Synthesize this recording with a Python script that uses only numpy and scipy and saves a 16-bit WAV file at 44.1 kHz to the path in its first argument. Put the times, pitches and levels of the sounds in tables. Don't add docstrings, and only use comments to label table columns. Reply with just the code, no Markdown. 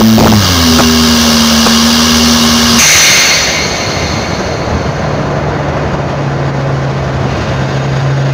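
import sys
import numpy as np
from scipy import signal
from scipy.io import wavfile
from scipy.ndimage import uniform_filter1d

SR = 44100
rng = np.random.default_rng(int(sys.argv[2]) if len(sys.argv) > 2 else 0)


def output_pcm(signal):
    pcm = np.clip(np.atleast_2d(signal).T, -1, 1) * 32767
    wavfile.write(sys.argv[1], SR, np.round(pcm).astype(np.int16))


def how_loud(loudness_db):
    steps = np.asarray(loudness_db, float) / 20
    return 10 ** steps


N = 367353

# (time [s], jet level [dB])
VENT = [
    (2.787, -5.5),
    (2.95, -4),
    (3.2, -7),
    (3.4, -13),
    (3.7, -20.5),
    (4.1, -24.5),
    (4.6, -32),
    (5.3, -40),
    (6.0, -49),
]
VENT_S = VENT[0][0]
# (frequency [Hz], density [dB per Hz])
SIZZLE = [(12500, -30), (13900, -12), (14500, -2), (15600, -5), (16500, -30)]


def evened(x):
    return x / np.sqrt(np.mean(x ** 2) + 1e-20)


def since(s):
    return np.maximum(np.arange(N) / SR - s, 0)


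def curves(rows):
    s, *columns = np.transpose(rows)
    return [np.interp(np.arange(N) / SR, s, column) for column in columns]


def gusts(hz):
    steps = rng.standard_normal(N // 64 + 2)
    wander = evened(signal.lfilter([1], [1, -np.exp(-64 * hz / SR)], steps))
    return np.interp(np.arange(N), 64 * np.arange(len(steps)), wander)


def noise(spectrum, patchy_db, size=1024):
    f, db = np.transpose(spectrum)
    hz = np.fft.rfftfreq(size, 1 / SR)
    a, b, patches = rng.standard_normal((4 * N // size + 6, len(hz), 3)).T
    patches = uniform_filter1d(patches, size=10, axis=0)
    patches = evened(uniform_filter1d(patches, size=10, axis=1))
    colour_db = np.interp(np.log(hz + 1), np.log(f + 1), db, left=-90, right=-90)[:, None]
    z = (a + 1j * b) * how_loud(colour_db + patchy_db * patches)
    return evened(signal.istft(z, nperseg=size, noverlap=3 * size // 4)[1][:N])


def resonate(x, hz, width):
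    return signal.lfilter(*signal.iirpeak(hz, hz / width, SR), x)


def pipes(air, modes):
    return sum(how_loud(db) * resonate(air, hz, width) for hz, width, db in modes)


def road():
    # (time [s], level [dB])
    roughness = [(0.0, -25), (0.17, -24), (0.22, -5.5), (0.39, -17), (0.97, -21.5), (1.86, -27),
                 (2.7, -19.5), (3.6, -21.5), (3.9, -18), (4.5, -15.5), (5.24, -17.5), (7.05, -21),
                 (7.45, -16.5), (7.7, -20), (8.33, -25.5)]
    # (frequency [Hz], density [dB per Hz])
    rumble_colour = [(12, -56), (20, -13), (37, -31), (59, 2), (76, 6.5), (186, 1), (236, 0), (268, -20),
                     (400, -1), (520, -33), (880, -120)]
    roar_colour = [(110, -21), (180, -2.5), (253, -3.5), (285, -5.5), (478, -3.5), (598, -1), (958, -8.5),
                   (1130, -9.5), (1960, -17.5), (3000, -27.5), (3900, -42), (6600, -120)]
    draught_colour = [(900, -40), (1500, -3.5), (2300, -12.5), (3400, -13.5), (4800, -15.5), (6600, -20),
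                      (7600, -34), (8400, -39), (10000, -41), (13000, -42.5), (14000, -48), (14500, -42),
                      (15600, -40)]
    # (frequency [Hz], width [Hz], level [dB])
    whistles = [(1585, 80, 0), (2700, 140, -1), (3700, 45, 6), (4790, 80, 1), (6600, 120, 1)]
    rough_db, = curves(roughness)
    texture = gusts(75.0)
    vented = np.minimum(since(VENT_S) / 0.25, 1)

    rumble_db = rough_db - 7.5 * how_loud(curves(VENT)[0]) * vented
    rumble = how_loud(rumble_db + 2.3 * texture) * noise(rumble_colour, patchy_db=0.5, size=4096)

    roar_db = -17.5 + 0.33 * (rough_db + 20) - 5 * (1 - vented)
    swell_s, swell_length_s = 5.62, 0.45
    roar_db += 2 * np.exp(-((since(0) - swell_s) / swell_length_s) ** 2)
    roar = how_loud(roar_db + 0.5 + 0.65 * texture) * noise(roar_colour, patchy_db=0.5)

    reopening = since(7.26)
    air = noise(draught_colour, patchy_db=0.0, size=512)
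    gasp_level = how_loud(4.0) * np.minimum(reopening / 0.041, 1) * np.exp(-reopening / .2)
    gasp = gasp_level * resonate(air, 2650, 300)
    whistling = how_loud(-2.0) * np.clip(reopening / 0.38, .15, 1) * pipes(air, whistles)
    gulp_db = 5 * np.minimum(reopening / 0.13, 1) * np.exp(-reopening / 0.91)
    draught_db = -32 + 0.2538 * since(0) + gulp_db
    draught = how_loud(draught_db + 1.3 * texture) * (air + gasp + whistling)
    return rumble + roar + draught


def jolts():
    # (time [s], level [dB])
    bumps = [
        (.2, -5),
        (.79, -13),
        (1.66, -17),
    ]
    hz, decay_s = 38, .02
    return sum(how_loud(db) * np.sin(2 * np.pi * hz * since(s)) * np.exp(-since(s) / decay_s) for s, db in bumps)


def thumps():
    # (time [s], length [ms], size [capsule folds], place of the fastest point [0-1])
    lurches = [(.005, 6, 1, .5), (.0135, 5, -3, .5), (.180, 6, 3, .3), (.188, 7, -3, .5), (.198, 6, 2, .5),
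               (.206, 8, -4, .4), (.216, 6, 1, .5), (.223, 6, 2, .5), (.232, 8, -3, .7), (.242, 6, 2, .4),
               (.2545, 4, -2, .5), (.260, 6, 4, .5), (.2695, 5, -4, .5), (.277, 5, 3, .5),
               (.3235, 4.5, -3, .4), (.335, 3.5, 2, .5), (.787, 8, 7, .2), (.7945, 5, -4, .5),
               (.799, 7, -3, .8), (.8055, 6, 4, .2), (1.6632, 6.5, -5, .2), (1.6705, 4, 3, .4)]
    speed = np.zeros(N)
    for s, ms, folds, fastest in lurches:
        u = np.arange(0, 1, 1000 / ms / SR)
        shape = np.interp(u, [0, fastest, 1], [0, 1, 0])
        speed[round(s * SR):][:len(u)] += 2 * np.pi * folds * shape / shape.sum()
    return np.cumsum(speed)


def intake(turns):
    # (time [s], level [dB])
    boost = [(0.0, -20), (0.33, -18.5), (0.45, -14), (0.8, -13), (0.89, -14.5), (1.21, -12.5),
             (2.46, -12.5), (2.77, -11.5)]
    # (frequency [Hz], density [dB per Hz])
    rush_colour = [(180, -45), (300, -17), (360, -12), (391, -2), (431, -14.5), (526, -4), (821, -12),
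                   (1200, -8.5), (1700, -9), (1940, -15), (2570, -17.5), (2880, -5.5), (5130, -6),
                   (7750, -22.5), (15500, -24.5)]
    # (frequency [Hz], width [Hz], level [dB])
    intake_modes = [(557, 52, -5), (1096, 330, 5), (1648, 65, 4), (2184, 105, 8.5), (2760, 140, -2),
                    (3410, 39, -16), (3740, 54, -39), (4530, 73, -19), (4560, 290, -29), (4850, 350, -7),
                    (5620, 73, -16), (5880, 730, 2.5), (6400, 97, 1.5)]
    level_db, = curves(boost)
    air = noise(rush_colour, patchy_db=0.5)
    air = evened(air + pipes(air, intake_modes))
    sizzle_db = -24 - 1.5 * since(0) - level_db
    air = air + how_loud(sizzle_db - 5) * noise(SIZZLE, patchy_db=1.0)
    puff_depth = np.clip(0.19 + 0.08 * (-11 - level_db), 0, 1)
    puffs = 1 + puff_depth * np.cos(2 * np.pi * turns - 1.5)
    throttle = np.clip((VENT_S + 0.062 - np.arange(N) / SR) / 0.017, 0, 1)
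    return how_loud(level_db + 2.0) * air * puffs * throttle


def engine():
    # (time [s], firing rate [Hz], load [dB])
    run = [(0, 110.5, 0), (.3, 110.5, -0.5), (.345, 108.2, 1.5), (.42, 97, -2), (.58, 84.9, 1.5),
           (.7, 80.93, 1.5), (1.03, 79.37, -1.5), (1.62, 75.8, -5.5), (2.08, 78.85, -3), (2.77, 78.2, -3.5),
           (3.3, 77, -10.5), (4.6, 74, -12), (5.06, 73, -1.5), (5.88, 71, -5), (7.22, 66.73, -8.5),
           (7.6, 67.4, -9), (8.33, 68.3, -3.5)]
    # (frequency [Hz], width [Hz], level [dB])
    boom_modes = [(98.3, 26.8, -8), (135.9, 9.76, -9), (225.4, 36.3, -3), (330, 40, -17.5),
                  (398.7, 13, -17.5)]
    off_boost_db = [-7, 1.8, -30.5, -11]
    phases = np.pi * np.array([0, 0.47, 0.46, 0, 0.26])
    hz, load_db = curves(run)
    lull_s, lull_length_s = 7.42, .1
    load_db = load_db - 18 * np.exp(-((since(0) - lull_s) / lull_length_s) ** 4)
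    turns = np.cumsum(hz * (1 + 0.0042 * gusts(81.0))) / SR
    vented = np.minimum(since(VENT_S) / .08, 1)

    levels = []
    for order, change_db in zip((1, 2, 3, 5), off_boost_db):
        boom = sum(how_loud(db) / (1 + (2 * (order * hz - f) / width) ** 2) for f, width, db in boom_modes)
        levels.append(20 * np.log10(boom) + load_db + change_db * vented)
    first, second, third, fifth = levels
    fourth = .5 * (second + third) - 21 + 19 * vented

    tones = np.zeros(N)
    for k, db in enumerate([first, second, third, fourth, fifth]):
        wobble_db = 1.5 + 1.0 * gusts(55.0)
        tones += how_loud(db + wobble_db) * np.sin(2 * np.pi * (k + 1) * turns + phases[k])
    return tones, turns


def valve():
    # (frequency [Hz], density [dB per Hz])
    jet_colour = [(200, -42), (350, -32), (600, -9), (1000, -11), (1700, -1), (2800, -1.5), (3400, -7),
                  (4800, -1.5), (5500, -7), (6700, -15), (7200, -20.5), (8000, -25), (13500, -27.5),
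                  (15600, -32)]
    # (frequency [Hz], width [Hz])
    horn = [(2160, 190), (4290, 400), (6300, 850), (2350, 900)]
    # (level at opening [dB], level drained [dB], time [s])
    horn_shift = [(-15, -8.5, 0.23), (-16, -4.5, 0.39), (1.5, -8.5, 0.36), (-8, -27, 0.17)]
    # (frequency [Hz], width [Hz], level [dB])
    side_modes = [(1180, 61, -3), (1595, 71, -20), (2342, 73, -19), (3710, 230, 1), (5120, 230, -6.5),
                  (6110, 220, -1)]
    level_db, = curves(VENT)
    jet = noise(jet_colour, patchy_db=1.2, size=512)
    sound = jet + pipes(jet, side_modes)
    choke_db = 3 * np.minimum(level_db + 49, 0)
    for (hz, width), (start_db, end_db, s) in zip(horn, horn_shift):
        ring = evened(resonate(resonate(jet, hz, width), hz, 2 * width))
        ring_db = end_db + (start_db - end_db) * np.exp(-since(VENT_S) / s) + choke_db
        sound = sound + how_loud(ring_db) * ring
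    sizzle = how_loud(0.68 * level_db - 13) * resonate(noise(SIZZLE, patchy_db=1.5), 15000, 1500)
    opened = np.clip((np.arange(N) / SR - VENT_S) / 0.0015, 0, 1)
    return how_loud(level_db + .15 * gusts(60.)) * (sound + sizzle) * opened


def cabin(x):
    t = np.arange(4096) / SR
    taps = rng.standard_normal(4096) * np.clip(t / .006, 0, 1) * how_loud(-60 * t / .07)
    taps = signal.lfilter(*signal.butter(1, 1200, "high", fs=SR), taps)
    taps *= how_loud(-7.5) / np.linalg.norm(taps)
    taps[0] = 1
    return signal.oaconvolve(x, taps / np.linalg.norm(taps))[:N]


def pressed(x):
    limit_db, span_ms = -5.5, 0.47
    span = round(span_ms * SR / 1000)
    power = uniform_filter1d(uniform_filter1d(x ** 2, size=span), size=span)
    return how_loud(1.5) * x / (1 + (abs(power) / how_loud(2 * limit_db)) ** 2) ** 0.18


def scene():
    tones, turns = engine()
    hiss = pressed(cabin(intake(turns) + valve()))
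    heard = tones + jolts() + hiss + cabin(road())
    return (how_loud(2.5) * heard + thumps())[None]


def band_limit(x):
    return signal.sosfilt(signal.butter(12, 15660, fs=SR, output="sos"), x)


def record(dry):
    ring = how_loud(5.0) * resonate(resonate(dry, 16200, 1500), 16200, 1500)
    dip = how_loud(-10.0) * resonate(dry, 12700, 1900)
    capsule = dry + ring - dip
    corner = .85
    folded = 0.9 * np.arcsin(corner * np.sin(capsule)) / np.arcsin(corner)
    mix = signal.sosfilt(signal.butter(2, 25, "high", fs=SR, output="sos"), folded)
    mix = signal.oaconvolve(mix, signal.firwin(255, 15560, fs=SR)[None], "same")
    return band_limit(np.clip(mix, -1, 1))


dry = scene()
out = record(dry)
output_pcm(out)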